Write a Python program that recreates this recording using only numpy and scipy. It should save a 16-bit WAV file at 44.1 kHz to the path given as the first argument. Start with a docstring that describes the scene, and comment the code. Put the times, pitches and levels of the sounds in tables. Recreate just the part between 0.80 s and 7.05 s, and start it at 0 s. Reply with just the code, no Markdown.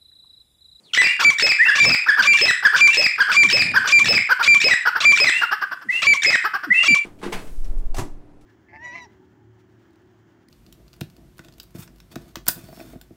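"""Grey francolin calling in a walled yard

Runs of clucks lead into a shriek and a squeal, over and over, with thin whistles, low falling tones and squeaks
around them. Each voiced note sums harmonics weighted by a throat curve; roughness shakes them and adds torn
air. Shriek and squeal start rough and lock into a piercing tone; a falling note closes each squeal. Whistles
are swelling sines; wall echoes and a decaying noise tail make the yard ring over quiet outdoor air. The phone
close by flattens loud notes with a fast limiter, thins the deep bass and cuts the top."""
import sys
import numpy as np
from scipy import signal
from scipy.fft import rfft, irfft, next_fast_len
from scipy.io import wavfile
from scipy.ndimage import uniform_filter1d, minimum_filter1d, map_coordinates

SR = 44100
rng = np.random.default_rng(int(sys.argv[2]) if len(sys.argv) > 2 else 0)


def master(y):
    """Save y as 16-bit WAV."""
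    cut = np.clip(np.atleast_2d(y).T, -1, 1)
    pcm = np.round(cut * 32767)  # scale
    wavfile.write(sys.argv[1], SR, pcm.astype(np.int16))


N = 275625

# Note lists; the parts of a call take their levels relative to level_db.
# Shrieks: tone_start_s, tone_length_s, pitch_hz, level_db
SHRIEKS = [(.446, .059, 2320, -2), (1.001, .053, 2350, 0), (1.471, .065, 2360, 0), (2.009, .068, 2360, 0),
           (2.565, .071, 2360, 0), (3.123, .071, 2365, 0), (3.676, .072, 2360, 0), (4.252, .072, 2355, 0),
           (5.268, .07, 2320, -1), (6.079, .071, 2340, -2)]
# Squeals: start_s, pitch_hz, level_db, falling_note_pitch_hz
SQUEALS = [(.174, 1995, -1, 2500), (0.623, 2581, 0.5, 2562), (1.051, 2613, 0.5, 2566),
           (1.612, 2594, -0.5, 2050), (2.17, 2589, -1, 2555), (2.726, 2594, 0, 2528),
           (3.283, 2601, -0.5, 2552), (3.841, 2566, -0.5, 2050), (4.4, 2545, -0.5, 2050),
           (5.459, 2550, -2.5, 2008)]
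# Whistles that climb, then break into a higher register: break_s, low_length_s, high_length_s, level_db
WHISTLES = [(.215, .05, .12, -21), (.849, .063, .048, -15), (1.486, 0.0048, 0.086, -19.5),
            (2.096, 0, 0.058, -20.5), (4.511, 0.0015, 0.117, -22.5), (5.119, 0.033, 0.086, -21.5),
            (5.937, .035, .11, -14.5)]
# Soft low falling tones, some sounding under a shriek's tone: start_s, level_db
LOW_FALLS = [(.445, -36.5), (1.384, -46), (2.633, -33), (3.74, -49), (5.044, -45.5), (5.866, -34.5),
             (6.084, -23)]
# Stray falling squeaks: start_s, end_s, first_pitch_hz, last_pitch_hz, level_db
SQUEAKS = [(0.028, .13, 4800, 1600, -55), (0.133, .15, 3200, 2916, -19.5), (5.446, 5.464, 2212, 1960, -7)]
# Runs of hoarse clucks: start_s, count, spacing_s, first_pitch_hz, first_level_db, fade_by_last_db
CLUCK_RUNS = [(.392, 1, 0.12, 479, -18, 0), (.856, 1, .1, 559.7, -21.5, 0),
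              (1.259, 2, 0.11, 557, -19.5, -0.5), (1.825, 2, 0.099, 544.4, -17.5, 1),
              (2.378, 2, .101, 531.5, -18.5, 1), (2.937, 2, 0.1, 529.4, -17, 3.5),
              (3.489, 2, .101, 511, -15, 2.5), (4.052, 2, 0.098, 489.8, -14, 3.5),
              (4.611, 5, .1, 469.4, -16.5, 21), (5.639, 3, .095, 439.8, -17.5, 8)]
# Puffs of wind: start_s, end_s, level_db
BREEZE = [(0.995, 1.149, -24), (2.6, 3.097, -36), (3.149, 3.449, -33.5)]

# Gestures of the voice: share_of_length (0-1), pitch_ratio, level_db, roughness (0-1)
RASP = [(0, .98, 0.5, 0.22), (.12, 1.05, -2, 0.2), (.28, 1.25, -0.5, 0.4), (.42, 1.05, -2, .25),
        (.56, .75, -5, 0.15), (.62, 1, -2.5, .14), (.88, 1, 2, 0.24), (1, 1.15, 2, 0.8)]
TONE = [(0, .94, -5, .2), (.06, 1.008, 0, .025), (.5, 1, 0, .025), (.91, .993, 0, .025), (1, .9, -10, .35)]
CROAK = [(0, 0.85, 2, 1), (.25, 1, -7, 0.39), (.7, 1.02, -5.5, 0.46), (1, 1.3, -6.5, 0.32)]
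YELP = [(0, .84, -7, .15), (.3, 0.98, 0, 0.093), (.6, 1, -1.5, 0.079), (1, 0.893, -13, 0.27)]
SQUEAL = [(0, .76, 2.9, 0.874), (.09, 1.005, 0, .014), (.5, 1, 0, 0.034), (.9, .992, 0, 0.017),
          (1, 0.829, 1.4, 0.48)]
FALL = [(0, .99, -1.4, 0.3), (.3, 0.98, 0, 0.061), (.7, .92, 0.44, 0.085), (.85, .85, -0.59, 0.29),
        (1, 0.684, -2.8, 0.42)]
CLUCK = [(0, .6, -12, 0.11), (.18, .8, -2, 0.15), (.45, 1.01, 1, .16), (.72, .96, -5, 0.16),
         (1, .8, -16.5, 0.2)]
YIP = [(0, 1.1, -1.5, .1), (.25, 1.01, 0, 0.048), (.7, .94, 0, 0.053), (1, 0.83, -6, 0.086)]
# The croak dying away after a shriek, same columns
RELEASE = [(0, .85, 3.5, .8), (.25, 1, -7.5, 0.3), (.6, 1.02, -11.5, .45), (1, 0.95, -13, .4)]

# Throat and beak resonance in each register: frequency_hz, gain_db
RASP_THROAT = [(250, -34.5), (700, -34), (1100, -3), (1600, -1.5), (2500, 6), (3700, 0), (4700, -3),
               (5700, -4), (7800, -13), (10500, -32), (15500, -31.5)]
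TONE_THROAT = [(300, -13.5), (1200, -9), (1900, 7.5), (2400, -1), (4000, -20), (4720, -17.5), (7080, -23),
               (9440, -39.5), (11800, -46), (15500, -47)]
CROAK_THROAT = [(250, -34.5), (750, -19.5), (1050, -2), (1600, -7), (2300, -16), (3300, 4), (4500, -21.5),
                (5700, -1.5), (7500, -10), (10500, -27.5), (15500, -29.5)]
SQUEAL_THROAT = [(400, -21), (1500, -2), (2100, 2.5), (2600, -6), (3600, -16.5), (4500, -13.5), (5200, 1.5),
                 (6300, -56), (7740, -25.5), (10300, -42), (12900, -42), (15500, -32.5)]
LOW_SQUEAL_THROAT = [(300, -19.5), (1200, -3), (2000, 3), (3000, -9.5), (4000, -11), (6000, -19),
                     (8000, -19), (10000, -45), (15500, -39)]
CLUCK_THROAT = [(200, -16.5), (450, -26.5), (900, -12), (1300, -2), (1600, 4.5), (2100, -29), (3000, -22),
                (3900, -31.5), (4900, -19.5), (5600, -25.5), (6600, -49), (10000, -49.5), (13000, -33),
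                (15500, -36)]
PURE_THROAT = [(100, -20.5), (1800, 0), (2800, -20), (3300, -24), (5100, -17), (6500, -34.5),
               (15000, -55.5)]

# Noise spectra of air through the beak, low rumble and open air: frequency_hz, gain_db
WHEEZE = [(200, -9), (1000, -5), (2500, 4), (5000, -4.5), (8000, -7), (11000, -17.5), (15000, -21)]
RUMBLE = [(25, -34.5), (55, -40), (90, -1.5), (150, -1), (250, -4.5), (450, -17.5), (900, -16.5),
          (2000, -67)]
AIR = [(30, -19), (120, 0), (400, -3), (1500, -17.5), (4000, -22.5), (9000, -17.5), (15000, -33.5)]

# Colour of the yard's echoes: frequency_hz, gain_db
YARD_COLOUR = [(150, -45.5), (700, -5.5), (1400, 1.5), (2500, 5), (3600, 2), (5000, -2), (6300, -3),
               (7600, 9.5), (10000, 6.5), (15000, -7)]
# Reverberation time of the yard: frequency_hz, t60_s
YARD_DECAY = [(200, 0.19), (1500, 0.43), (2500, 0.52), (7500, 0.28), (15000, 0.41)]
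# Single wall echoes: delay_s, level_db
WALLS = [(.013, -19), (0.031, -27), (.047, -21.5), (0.095, -23)]
# Ends of the whistle's glide after the break: first_pitch_hz, last_pitch_hz
HIGH_WHISTLE_HZ = (2554, 2834)

TOP_HZ = 15700  # top of the phone's band
RASP_S, CROAK_S, SWING_S = .049, 0.0407, .022  # rasp before a shriek's tone, croak after, swing on either side
YELP_LEAD_S, YELP_S, SQUEAL_S = .04, .014, .046  # the yelp's lead on the squeal; their lengths
FALL_AFTER_S, FALL_S, FALL_DB = .067, .034, -11.5  # delay from the squeal's start, length, relative level
REGISTER_HZ = 2200  # above this pitch a squeal's octave dominates
CLUCK_SAG, FADE_CURVE = .925, 3.17  # pitch of each cluck over the one before; the fade comes late in a run
CLUCK_S_PER_HZ = .000108  # higher clucks last longer
YIP_DELAY_S, YIP_S, YIP_RATIO = .024, 0.0278, 3.13  # longest delay, length, pitch over the cluck's
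YIP_EARLY_S_PER_HZ = .00013  # a lower cluck yips sooner
YIP_FULL_HZ, YIP_DB, YIP_DB_PER_HZ = 540.6, -2, 0.33  # full strength from this cluck pitch up, weaker below
LOW_WHISTLE_HZ, CLIMB_HZ_PER_S = 2130, 8000  # pitch at the break; average climb toward it
LOW_WHISTLE_DB = 5.5  # level over the high part


def amp(db):
    """Level law: decibels to amplitude gain."""
    return 10 ** (np.asarray(db) / 20)


def unit(x):
    """Normalisation: scale to rms 1."""
    return x / np.sqrt(np.mean(x ** 2) + 1e-20)


def along(points, hz):
    """Logarithmic frequency: interpolate (Hz, value) points on a log axis."""
    f, v = np.transpose(points)
    return np.interp(np.log(hz + 1), np.log(f + 1), v)


def wobble(n, rate):
    """Band-limited randomness: a smooth curve of n samples through `rate` random knots a second."""
    knots = rng.standard_normal(int(n * rate / SR) + 4)
    return map_coordinates(knots, [np.arange(n) * rate / SR])


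def filtered(x, response):
    """Linear filtering: multiply the spectrum of x by a response of frequency."""
    m = next_fast_len(len(x) + SR // 20)
    return irfft(rfft(x, m) * response(np.fft.rfftfreq(m, 1 / SR)), m)[:len(x)]


def noise(n, spectrum):
    """Spectral shaping: coloured noise of rms 1."""
    return unit(filtered(rng.standard_normal(n), lambda hz: amp(along(spectrum, hz))))


def add(track, start, x):
    """Superposition: mix x into the track at a time in seconds."""
    part = track[round(start * SR):][:len(x)]
    part += x[:len(part)]


def arch(start, end):
    """Envelope: a half-sine swell lasting from start to end."""
    n = max(round((end - start) * SR), SR // 200)
    return np.abs(np.sin(np.linspace(0, np.pi, n)))


def puff(start, end, db, spectrum):
    """Turbulence: a swell of coloured noise; returns its start and its sound."""
    size = arch(start, end)
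    return start, amp(db) * size * noise(len(size), spectrum)


def note(start, end, hz, db, gesture, throat, split=0, jitter=0.055, turbulence=0.95, edge=0.0018):
    """Source and filter: harmonics of the syrinx weighted by the throat; returns start and sound."""
    n = max(round((end - start) * SR), SR // 200)
    share, *columns = np.transpose(gesture)
    ratio, level_db, rough = [np.interp(np.linspace(0, 1, n), share, c) for c in columns]
    wander, patchy_db = .1, 5
    # a rough voice shakes quickly and strays more slowly from its pitch
    stray = jitter * wobble(n, 1300) + wander * wobble(n, 169.0)
    pitch = hz * ratio * (1 + rough * stray)
    phase = 2 * np.pi * np.cumsum(pitch) / SR
    k = np.arange(1, int(TOP_HZ / max(hz, 200)) + 2)[:, None]
    # roughness also varies each harmonic's level independently
    swing_db = patchy_db * np.tanh(6 * rough) * np.array([wobble(n, 143) for _ in k])
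    audible = k * pitch < SR / 2
    gains = amp(along(throat, k * pitch) + swing_db) * audible
    voiced = np.sum(gains * np.sin(k * phase + rng.uniform(0, 2 * np.pi, k.shape)), 0)
    # alternately strong and weak cycles put lines halfway between the harmonics
    voiced = unit(voiced * (1 + split * np.sin(phase / 2)))
    # air tears through the membranes once a cycle
    rush = turbulence * rough * noise(n, throat) * (1 + np.cos(phase))
    t = np.arange(n) / SR
    fade = np.clip(np.minimum(t, t[::-1]) / edge, 0, 1)
    return start, amp(db + level_db) * fade * unit(voiced + rush)


def glide(start, end, first_hz, last_hz, db, flutter=0.061, blur=0, bend=1.423, swell=2):
    """Modulation: a swelling, fluttering sine; bend above 1 levels its slide off, blur makes it hoarse."""
    size = np.tanh(swell * arch(start, end)) / np.tanh(swell)
    n = len(size)
    size = size * (1 + flutter * wobble(n, 269.0))
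    pitch = last_hz + (first_hz - last_hz) * np.linspace(1, 0, n) ** abs(bend)
    pitch = pitch * (1 + blur * wobble(n, 900))
    return start, amp(db) * np.sqrt(2) * size * np.sin(2 * np.pi * np.cumsum(pitch) / SR)


def register(hz):
    """Vocal register: the throat shape that goes with a squeal's pitch."""
    return SQUEAL_THROAT if hz > REGISTER_HZ else LOW_SQUEAL_THROAT


def background(air_db=-61):
    """Ambient noise: steady outdoor air and low puffs of wind on the microphone."""
    out = amp(air_db) * noise(N, AIR)
    for row in BREEZE:
        add(out, *puff(*row, RUMBLE))
    return out


def squeaks():
    """Frequency modulation: falling sines made hoarse by random pitch shake."""
    out = np.zeros(N)
    for row in SQUEAKS:
        add(out, *glide(*row, flutter=0.24, blur=0.054, bend=.75))
    return out


def squeals():
    """Mode locking: a yelp and rattle lead into a clear tone, which breaks up before a falling note."""
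    out = np.zeros(N)
    for start, hz, db, fall_hz in SQUEALS:
        yelp, end, fall = start - YELP_LEAD_S, start + SQUEAL_S, start + FALL_AFTER_S
        add(out, *note(yelp, yelp + YELP_S, hz * .745, db - 19, YELP, RASP_THROAT))
        add(out, *note(yelp + YELP_S - .001, start + 0.0054, hz * 0.35, db - 14.0, CROAK, RASP_THROAT,
                       split=0.17, turbulence=0.28))
        add(out, *note(start, end, hz, db - 11.0, SQUEAL, register(hz)))
        if hz > REGISTER_HZ:
            # the other side of the syrinx sinks in pitch and beats with the squeal in a low rising tone
            add(out, *glide(start, end, hz - 350, hz - 630, db - 35.5))
            add(out, *glide(start, end, 350, 635, db - 25, flutter=0.42, blur=0.13))
        # break-up an octave below
        add(out, *note(end - .002, end + 0.024, hz / 2, db - 18.5, CROAK, SQUEAL_THROAT,
                       split=1.0, turbulence=2.0))
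        add(out, *note(fall, fall + FALL_S, fall_hz, db + FALL_DB, FALL, register(fall_hz), turbulence=1.02))
    return out


def whistles():
    """Register break: a climbing sine jumps to a higher one, under a wheeze of turbulent air."""
    out = np.zeros(N)
    for jump, low_s, high_s, db in WHISTLES:
        if low_s > 0:
            first_hz = LOW_WHISTLE_HZ - CLIMB_HZ_PER_S * low_s
            add(out, *glide(jump - low_s, jump, first_hz, LOW_WHISTLE_HZ, db + LOW_WHISTLE_DB,
                            bend=1.1, swell=.8))
        add(out, *glide(jump, jump + high_s, *HIGH_WHISTLE_HZ, db))
        add(out, *puff(jump - low_s, jump + high_s + 0.03, -38, WHEEZE))
    return out


def clucks():
    """Effort and pitch: each cluck of a run is lower and shorter; the higher it is, the stronger its yip."""
    out = np.zeros(N)
    for first, count, spacing, first_hz, db, fade_db in CLUCK_RUNS:
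        for k, progress in enumerate(np.linspace(0, 1, round(count))):
            start = first + k * spacing
            hz = first_hz * CLUCK_SAG ** k
            faded_db = fade_db * progress ** FADE_CURVE
            add(out, *note(start, start + CLUCK_S_PER_HZ * hz, hz, db - faded_db, CLUCK, CLUCK_THROAT,
                           jitter=0.14, turbulence=1.0))
            short_hz = max(YIP_FULL_HZ - hz, 0)
            yip = start + YIP_DELAY_S - YIP_EARLY_S_PER_HZ * short_hz
            yip_db = YIP_DB - YIP_DB_PER_HZ * short_hz - faded_db
            add(out, *note(yip, yip + YIP_S, hz * YIP_RATIO, yip_db, YIP, PURE_THROAT,
                           jitter=0.56, edge=0.0051))
    return out


def shrieks():
    """Period doubling in reverse: a rasp jumps an octave into a clean tone, then drops to a short croak."""
    out = np.zeros(N)
    for start, length, hz, db in SHRIEKS:
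        end = start + length
        add(out, *note(start - RASP_S, start + .002, hz * .483, db - 18, RASP, RASP_THROAT,
                       split=0.46, jitter=0.047, turbulence=0.96))
        add(out, *note(start, end, hz, db - 3.5, TONE, TONE_THROAT))
        add(out, *note(end - .003, end + CROAK_S, hz * 0.42, db - 21.0, RELEASE, CROAK_THROAT,
                       split=0.033, turbulence=3.3))
        # just before and after the tone the membranes swing cleanly, about an octave lower
        add(out, *glide(start - SWING_S, start, hz * .47, hz * 0.482, db - 25))
        add(out, *glide(end + 0.00208, end + SWING_S, hz * 0.5, hz * 0.46, db - 26.5))
    return out


def low_falls():
    """Frequency modulation: low hoarse sines fall by about an octave."""
    out = np.zeros(N)
    for start, db in LOW_FALLS:
        add(out, *glide(start, start + .06, 352, 169, db, flutter=.4, blur=.14))
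    return out


def yard(x, wet_db=-12, gap=0.008):
    """Reverberation: single echoes from the nearest walls and a diffuse tail that builds over `gap` s."""
    hz, t, z = signal.stft(rng.standard_normal(SR * 3 // 4), SR, nperseg=256)
    decay = amp(-60 * t / along(YARD_DECAY, hz)[:, None])
    buildup = 1 - np.exp(-t / gap)
    tail = signal.istft(z * (decay * buildup), SR, nperseg=256)[1]
    answer = amp(wet_db) * tail / np.linalg.norm(tail)
    for delay, db in WALLS:
        answer[round(delay * SR)] += amp(db)
    echoes = signal.fftconvolve(x, answer)[:N]
    return filtered(echoes, lambda f: amp(along(YARD_COLOUR, f)))


def scene(shriek_send_db=-7, squeal_send_db=3.0, flutter_db=-31):
    """Superposition: bird, echoes and air; a low flutter follows the loudness of shrieks and squeals."""
    shriek, squeal = shrieks(), squeals()
    small = clucks() + squeaks() + whistles() + low_falls()
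    echoes = yard(amp(shriek_send_db) * shriek + amp(squeal_send_db) * squeal + small)
    loudness = uniform_filter1d(np.abs(shriek + squeal), size=200)
    flutter = amp(flutter_db) * loudness * noise(N, RUMBLE)
    return (shriek + squeal + small + echoes + flutter + background())[None]


def limiter(x, hold=0.0095):
    """Gain control: a fast limiter that listens mostly to the treble, so high notes are held lower."""
    ceiling, corner_hz = .88, 2100
    # the sensing boost rises above the corner and rolls off past half the band
    sensed = np.abs(filtered(x, lambda hz: 1 + 1j * hz / corner_hz / (1 + (hz / TOP_HZ * 2) ** 4)))
    width = max(round(hold * SR), 2)
    needed = minimum_filter1d(np.minimum(1, ceiling / (sensed + 1e-9)), width)
    return x * uniform_filter1d(needed, width)


def record(dry, bass_hz=75):
    """Band limiting: the phone limits peaks, sheds the deep bass and keeps nothing above its band."""
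    thinned = filtered(limiter(dry[0]), lambda hz: hz ** 2 / np.sqrt(hz ** 4 + bass_hz ** 4))
    return filtered(thinned, lambda hz: hz < TOP_HZ)[None]


dry = scene()
out = record(dry)
master(out)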